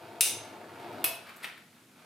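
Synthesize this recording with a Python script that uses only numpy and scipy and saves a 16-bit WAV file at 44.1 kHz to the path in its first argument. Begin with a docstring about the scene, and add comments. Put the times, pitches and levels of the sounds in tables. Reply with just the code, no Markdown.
"""A caulking gun lays a bead inside a wooden frame on a garage workbench. Over faint room noise the
nozzle drags along the wood by stick-slip friction. At 0.2 s the steel catch snaps, rings and rattles.
The nozzle snags on the grain, the boards groan once, and just after 1 s the trigger clacks back.
From 1.26 s the gun is lifted off with soft knocks and two spring ticks; the scraping fades, then
returns faintly at the end. The garage answers each sound with a short reverberation."""
import sys
import numpy as np
from scipy import signal
from scipy.fft import rfft, irfft, next_fast_len
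from scipy.io import wavfile

SR = 44100
rng = np.random.default_rng(int(sys.argv[2]) if len(sys.argv) > 2 else 0)


def log_audio(samples):
    """Write samples as a 16-bit WAV file to the path given in sys.argv[1]."""
    # one column per channel
    frames = np.atleast_2d(samples).T
    # limit to full scale, then quantise
    limited = np.clip(frames, -1, 1)
    pcm = np.round(limited * 32767).astype(np.int16)
    wavfile.write(sys.argv[1], SR, pcm)


N = 90404
HIT_SAMPLES = 24000


def amp(db):
    """Amplitude ratio of a level in decibels."""
    return 10 ** (np.asarray(db) / 20)


def unit_rms(x):
    """Normalisation to unit mean power."""
    return x / np.sqrt(np.mean(x ** 2) + 1e-20)


def at_frequency(points, hz):
    """Interpolation on a logarithmic frequency axis."""
    f, value = np.transpose(points)
    return np.interp(np.log(hz + 1), np.log(f + 1), value)


def envelope(points):
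    """Amplitude envelope, linear in decibels between points."""
    return amp(np.interp(np.arange(N) / SR, *np.transpose(points)))


def add(mix, start_s, sound):
    """Superposition of a delayed sound on the mix."""
    part = mix[round(start_s * SR):][:len(sound)]
    part += sound[:len(part)]


def colour(x, spectrum):
    """Linear filtering by multiplication of spectra."""
    size = next_fast_len(len(x) + 2048, True)
    gain = amp(at_frequency(spectrum, np.fft.rfftfreq(size, 1 / SR)))
    return irfft(rfft(x, size) * gain, size)[:len(x)]


def noise(spectrum, size=HIT_SAMPLES):
    """Filtered Gaussian noise of unit power."""
    return unit_rms(colour(rng.standard_normal(size), spectrum))


def decay(t60, hold_s=0):
    """Exponential damping: after a hold, a fall of 60 dB in t60 seconds."""
    return np.exp(-np.log(1000) * np.maximum(np.arange(HIT_SAMPLES) / SR - hold_s, 0) / t60)


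# spectrum of the room noise (f/Hz, level/dB)
AIR_SPECTRUM = [(25, -22.5), (60, -24), (105, -5.5), (240, 1), (430, -12), (850, -16), (1300, -19),
                (1700, -16), (2500, -16), (5000, -21), (11500, -21.5), (15000, -29), (16000, -43.5)]
# stereo width of the room, as gain of the side signal (f/Hz, level/dB)
SIDE_SPECTRUM = [(100, -19.5), (300, -24), (700, -12), (1400, -4.5), (2600, -8), (5000, -4.5), (9500, -9.5),
                 (14000, -1)]
def air():
    """Stationary noise: low rumble and faint hiss, partly coherent between left and right."""
    mid = noise(AIR_SPECTRUM, N)
    side = colour(noise(AIR_SPECTRUM, N), SIDE_SPECTRUM)
    return amp(-60.5) * np.array([mid + side, mid - side])


def slips(spectrum, per_second=1400, spread_db=3):
    """Stick-slip friction: random impulses of uneven size, filtered by what they shake."""
    strength = amp(spread_db * np.minimum(rng.exponential(1, N), 3.5))
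    sign = rng.choice([-1, 1], N)
    slipping = rng.random(N) < per_second / SR
    return unit_rms(colour(strength * sign * slipping, spectrum))


# hollow rubbing of the nozzle on the boards: envelope (t/s, level/dB), spectrum (f/Hz, level/dB)
RUB_ENVELOPE = [(0, -49.5), (.3, -48.5), (.52, -48), (.65, -51), (.8, -47), (.9, -44.5), (1.0, -45),
                (1.07, -55), (1.2, -55), (1.3, -62), (1.39, -58), (1.52, -65.5), (1.68, -73), (1.9, -72),
                (2.05, -61.5)]
RUB_SPECTRUM = [(60, -37), (100, -7), (150, -7.5), (200, -10.5), (290, -2.5), (350, 1), (450, 0.5),
                (545, -6), (630, 1), (725, 0), (810, -8), (910, -1), (1060, -16.5), (1400, -15),
                (2500, -28.5), (6000, -43)]
# gritty scraping of gun and hands: envelope (t/s, level/dB), spectrum (f/Hz, level/dB)
GRIT_ENVELOPE = [(0, -55), (.2, -58), (.5, -54), (.65, -60.5), (.8, -52.5), (.9, -52.5), (1.0, -50.5),
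                 (1.15, -55.5), (1.24, -60), (1.29, -52), (1.34, -58.5), (1.42, -52.5), (1.56, -64.5),
                 (1.66, -79), (1.77, -63.5), (1.87, -76.5), (1.98, -61.5), (2.05, -60)]
GRIT_SPECTRUM = [(60, -34.5), (200, -15), (800, -6), (1400, 4), (1850, -5.5), (2250, -1), (3200, -7.5),
                 (4500, -10), (6500, -22.5), (14000, -20.5), (16000, -40)]
def scraping():
    """Sliding friction: dense slips merge into a hollow rub and a brighter grit."""
    rub = envelope(RUB_ENVELOPE) * slips(RUB_SPECTRUM)
    grit = envelope(GRIT_ENVELOPE) * slips(GRIT_SPECTRUM)
    return rub + grit


def damped_mode(hz, db, t60, linewidth_hz=18.7):
    """Free vibration: the phase wanders as the loose part shifts on its seat, broadening the line."""
    drift = np.cumsum(rng.standard_normal(HIT_SAMPLES)) * np.sqrt(2 * np.pi * linewidth_hz / SR)
    cycles = hz * np.arange(HIT_SAMPLES) / SR + rng.random()
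    return amp(db) * decay(t60) * np.sin(2 * np.pi * cycles + drift)


def steel_impact(contacts, modes, spectrum, crack_db, crack_t60, rattle_db, rattle_hold_s, rattle_t60):
    """Impact excitation: each contact cracks and rings the modes; the last leaves a loose rattle."""
    out = np.zeros(N)
    for start_s, db in contacts:
        ring = sum(damped_mode(*mode) for mode in modes)
        crack = amp(crack_db) * noise(spectrum) * decay(crack_t60)
        add(out, start_s, amp(db) * (ring + crack))
    rattle = amp(rattle_db) * noise(spectrum) * decay(rattle_t60, rattle_hold_s)
    add(out, contacts[-1][0], rattle)
    return out


# contacts of the catch plate with the rod (t/s, level/dB)
CATCH_CONTACTS = [(.2083, 0.5), (.2094, -2), (.2124, -3.5)]
# normal modes of plate and rod (f/Hz, level/dB, T60/s)
CATCH_MODES = [(2230, -28, .02), (2610, -28.5, 0.022), (2800, -38, 0.18), (3620, -38.5, 0.29),
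               (3675, -37.5, 0.19), (6019, -55, 0.31), (6340, -41, .45), (8300, -24, .025),
               (8480, -36, .25), (9318, -20.5, 0.02), (9580, -31, 0.22), (9841, -36.5, .32),
               (10010, -12.5, 0.024), (11870, -24.5, 0.022), (13600, -27, .025)]
# spectrum of their crack and rattle (f/Hz, level/dB)
CATCH_SPECTRUM = [(60, -50), (900, -33), (1250, -10.5), (1900, -9.5), (2300, 0), (3200, -2.5), (3700, 1.5),
                  (4400, -5), (6100, 3.5), (7100, -5.5), (8300, 3), (8950, -10), (9750, 12), (10500, -3.5),
                  (13000, -1.5), (16000, -7.5)]
def catch():
    """Impact with rebound: the catch plate snaps on the rod and excites inharmonic modes."""
    return steel_impact(CATCH_CONTACTS, CATCH_MODES, CATCH_SPECTRUM, crack_db=-14.5, crack_t60=0.015,
                        rattle_db=-31.5, rattle_hold_s=0.063, rattle_t60=0.16)


# snags of the nozzle (t/s, level/dB) and their spectrum (f/Hz, level/dB)
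SNAGS = [(0.5362, -41), (.6148, -45), (.6428, -46), (0.6949, -41.5), (.7186, -51), (0.757, -41),
         (.7984, -47), (0.846, -40)]
SNAG_SPECTRUM = [(200, -24), (900, 6), (1500, 5), (2300, 0), (3200, -22), (5000, -20), (8000, -30),
                 (16000, -46)]
def snags():
    """Friction transients: the nozzle catches on the grain in heavily damped bursts."""
    out = np.zeros(N)
    for start_s, db in SNAGS:
        add(out, start_s, amp(db) * noise(SNAG_SPECTRUM) * decay(t60=0.023))
    return out


# narrow response of the boards (f/Hz, level/dB)
GROAN_SPECTRUM = [(130, -55), (205, -23), (260, 9), (315, -6), (520, -52)]
def groan(peak_s=0.965, half_width_s=0.042):
    """Resonance: the boards groan under the nozzle in one swell of low narrow-band noise."""
    swell = np.exp(-((np.arange(N) / SR - peak_s) / half_width_s) ** 2)
    return amp(-44.5) * swell * noise(GROAN_SPECTRUM, N)


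# contacts of the trigger with its frame (t/s, level/dB)
TRIGGER_CONTACTS = [(1.0421, 0), (1.0434, -2.5), (1.0462, -3.5)]
# normal modes of trigger and frame (f/Hz, level/dB, T60/s)
TRIGGER_MODES = [(671.2, -43.5, 0.47), (2560, -28, 0.033), (2616, -46, 0.23), (3300, -61, 0.16),
                 (5500, -55, 0.027), (8680, -30, 0.036), (8680, -42, .09), (10560, -25.5, 0.025),
                 (10500, -44, 0.12), (12460, -20.5, .026), (12300, -45, .13), (13530, -30, 0.02),
                 (13600, -30, .03)]
# spectrum of their crack and rattle (f/Hz, level/dB)
TRIGGER_SPECTRUM = [(60, -37), (150, -9), (260, -6.5), (700, 5.5), (1200, -0.5), (1700, -2), (2600, 2.5),
                    (3400, 1.5), (5200, 2.5), (6200, -4), (8000, -4), (9400, -7), (10400, 7), (11400, 2),
                    (14000, 4.5), (15200, 1), (16000, -30)]
def trigger():
    """Impact with rebound: the trigger clacks back, and its lowest, least damped mode rings longest."""
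    return steel_impact(TRIGGER_CONTACTS, TRIGGER_MODES, TRIGGER_SPECTRUM, crack_db=-21.5,
                        crack_t60=0.02, rattle_db=-38.5, rattle_hold_s=0.005, rattle_t60=0.22)


# knocks of the tube (t/s, level/dB, T60/s, rise time/s, treble gain/dB), spectrum (f/Hz, level/dB)
KNOCKS = [(1.26, -52.5, 0.16, 0.011, -2), (1.288, -44.5, .055, 0.0068, -0.5), (1.425, -42, 0.15, 0.011, 4),
          (1.436, -49, .06, .005, 1), (1.4438, -33, 0.047, 0.00045, 1), (1.449, -37, 0.067, .001, -9),
          (1.489, -53, 0.038, .002, 1), (1.577, -48.5, 0.027, .002, 3)]
KNOCK_SPECTRUM = [(100, -26), (500, -9.5), (950, -12), (1400, -0.5), (1780, -0.5), (2400, -1), (3000, -9.5),
                  (3600, -5.5), (4100, -10.5), (4800, -11.5), (6300, -23.5), (9700, -16), (12500, -25.5),
                  (14600, -15), (16000, -38)]
def tube_knocks(shelf_hz=5000):
    """Soft impact: the tube meets its cradle with a gradual onset and a dull, damped response."""
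    out = np.zeros(N)
    t = np.arange(HIT_SAMPLES) / SR
    for start_s, db, t60, rise_s, treble_db in KNOCKS:
        body = colour(noise(KNOCK_SPECTRUM), [(shelf_hz / 2, 0), (shelf_hz * 2, treble_db)])
        attack = np.minimum(t / rise_s, 1)
        add(out, start_s, amp(db) * body * attack * decay(t60, hold_s=rise_s))
    return out


# ticks of the spring (t/s, level/dB) and their spectrum (f/Hz, level/dB)
SPRING_TICKS = [(1.363, -50.5), (1.369, -50.5)]
SPRING_SPECTRUM = [(3000, -27), (6000, -12), (7500, -3), (11000, -6), (14500, 0), (16000, -15)]
def spring_ticks():
    """Elastic release: the spring gives faint, bright transients as the grip relaxes."""
    out = np.zeros(N)
    for start_s, db in SPRING_TICKS:
        add(out, start_s, amp(db) * noise(SPRING_SPECTRUM) * decay(t60=0.025))
    return out


# reverberation time of the garage (f/Hz, T60/s)
REVERB_TIMES = [(150, 0.35), (1000, .5), (3000, .5), (6000, 0.43), (10000, 0.33), (15000, 0.2)]
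def diffuse_tail(onset_s=0.0044):
    """Diffuse field: dense reflections of unit total energy, each band decaying at its own rate."""
    hz, t, bands = signal.stft(rng.standard_normal(HIT_SAMPLES), SR, nperseg=256)
    damping = np.exp(-np.log(1000) * t / at_frequency(REVERB_TIMES, hz)[:, None])
    tail = signal.istft(bands * damping, SR, nperseg=256)[1][:HIT_SAMPLES]
    tail *= np.clip(np.arange(HIT_SAMPLES) / SR / onset_s - 0.5, 0, 1)
    return tail / np.linalg.norm(tail)


def garage(direct, wet_db):
    """Convolution: early bench reflections and the diffuse field spread the sound in stereo."""
    bench = rng.standard_normal(HIT_SAMPLES) * decay(t60=0.004)
    bench *= amp(-5.5) / np.linalg.norm(bench)
    mid = amp(wet_db) * diffuse_tail()
    side = colour(amp(wet_db) * diffuse_tail() + bench, SIDE_SPECTRUM)
    response = np.array([mid + side, mid - side])
    return direct + signal.fftconvolve(direct[None], response, axes=1)[:, :N]


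def scene():
    """Superposition: the room noise and each source with its reverberation."""
    snap = garage(catch(), wet_db=-2.5)
    clack = garage(trigger(), wet_db=-2)
    lift_off = garage(tube_knocks() + spring_ticks(), wet_db=-4)
    nozzle_wet_db = -3
    nozzle = garage(scraping() + snags() + groan(), nozzle_wet_db)
    nozzle /= np.hypot(1, amp(nozzle_wet_db))  # offsets the power added by the diffuse field
    return air() + nozzle + snap + clack + lift_off


def record(dry):
    """Band limiting: filters pass 63 Hz to 16.1 kHz."""
    high_pass = signal.butter(3, 63, "high", fs=SR, output="sos")
    low_pass = signal.firwin(255, 16100, window=("kaiser", 9), fs=SR)
    return signal.oaconvolve(signal.sosfilt(high_pass, dry), low_pass[None], "same")


dry = scene()
out = record(dry)
log_audio(out)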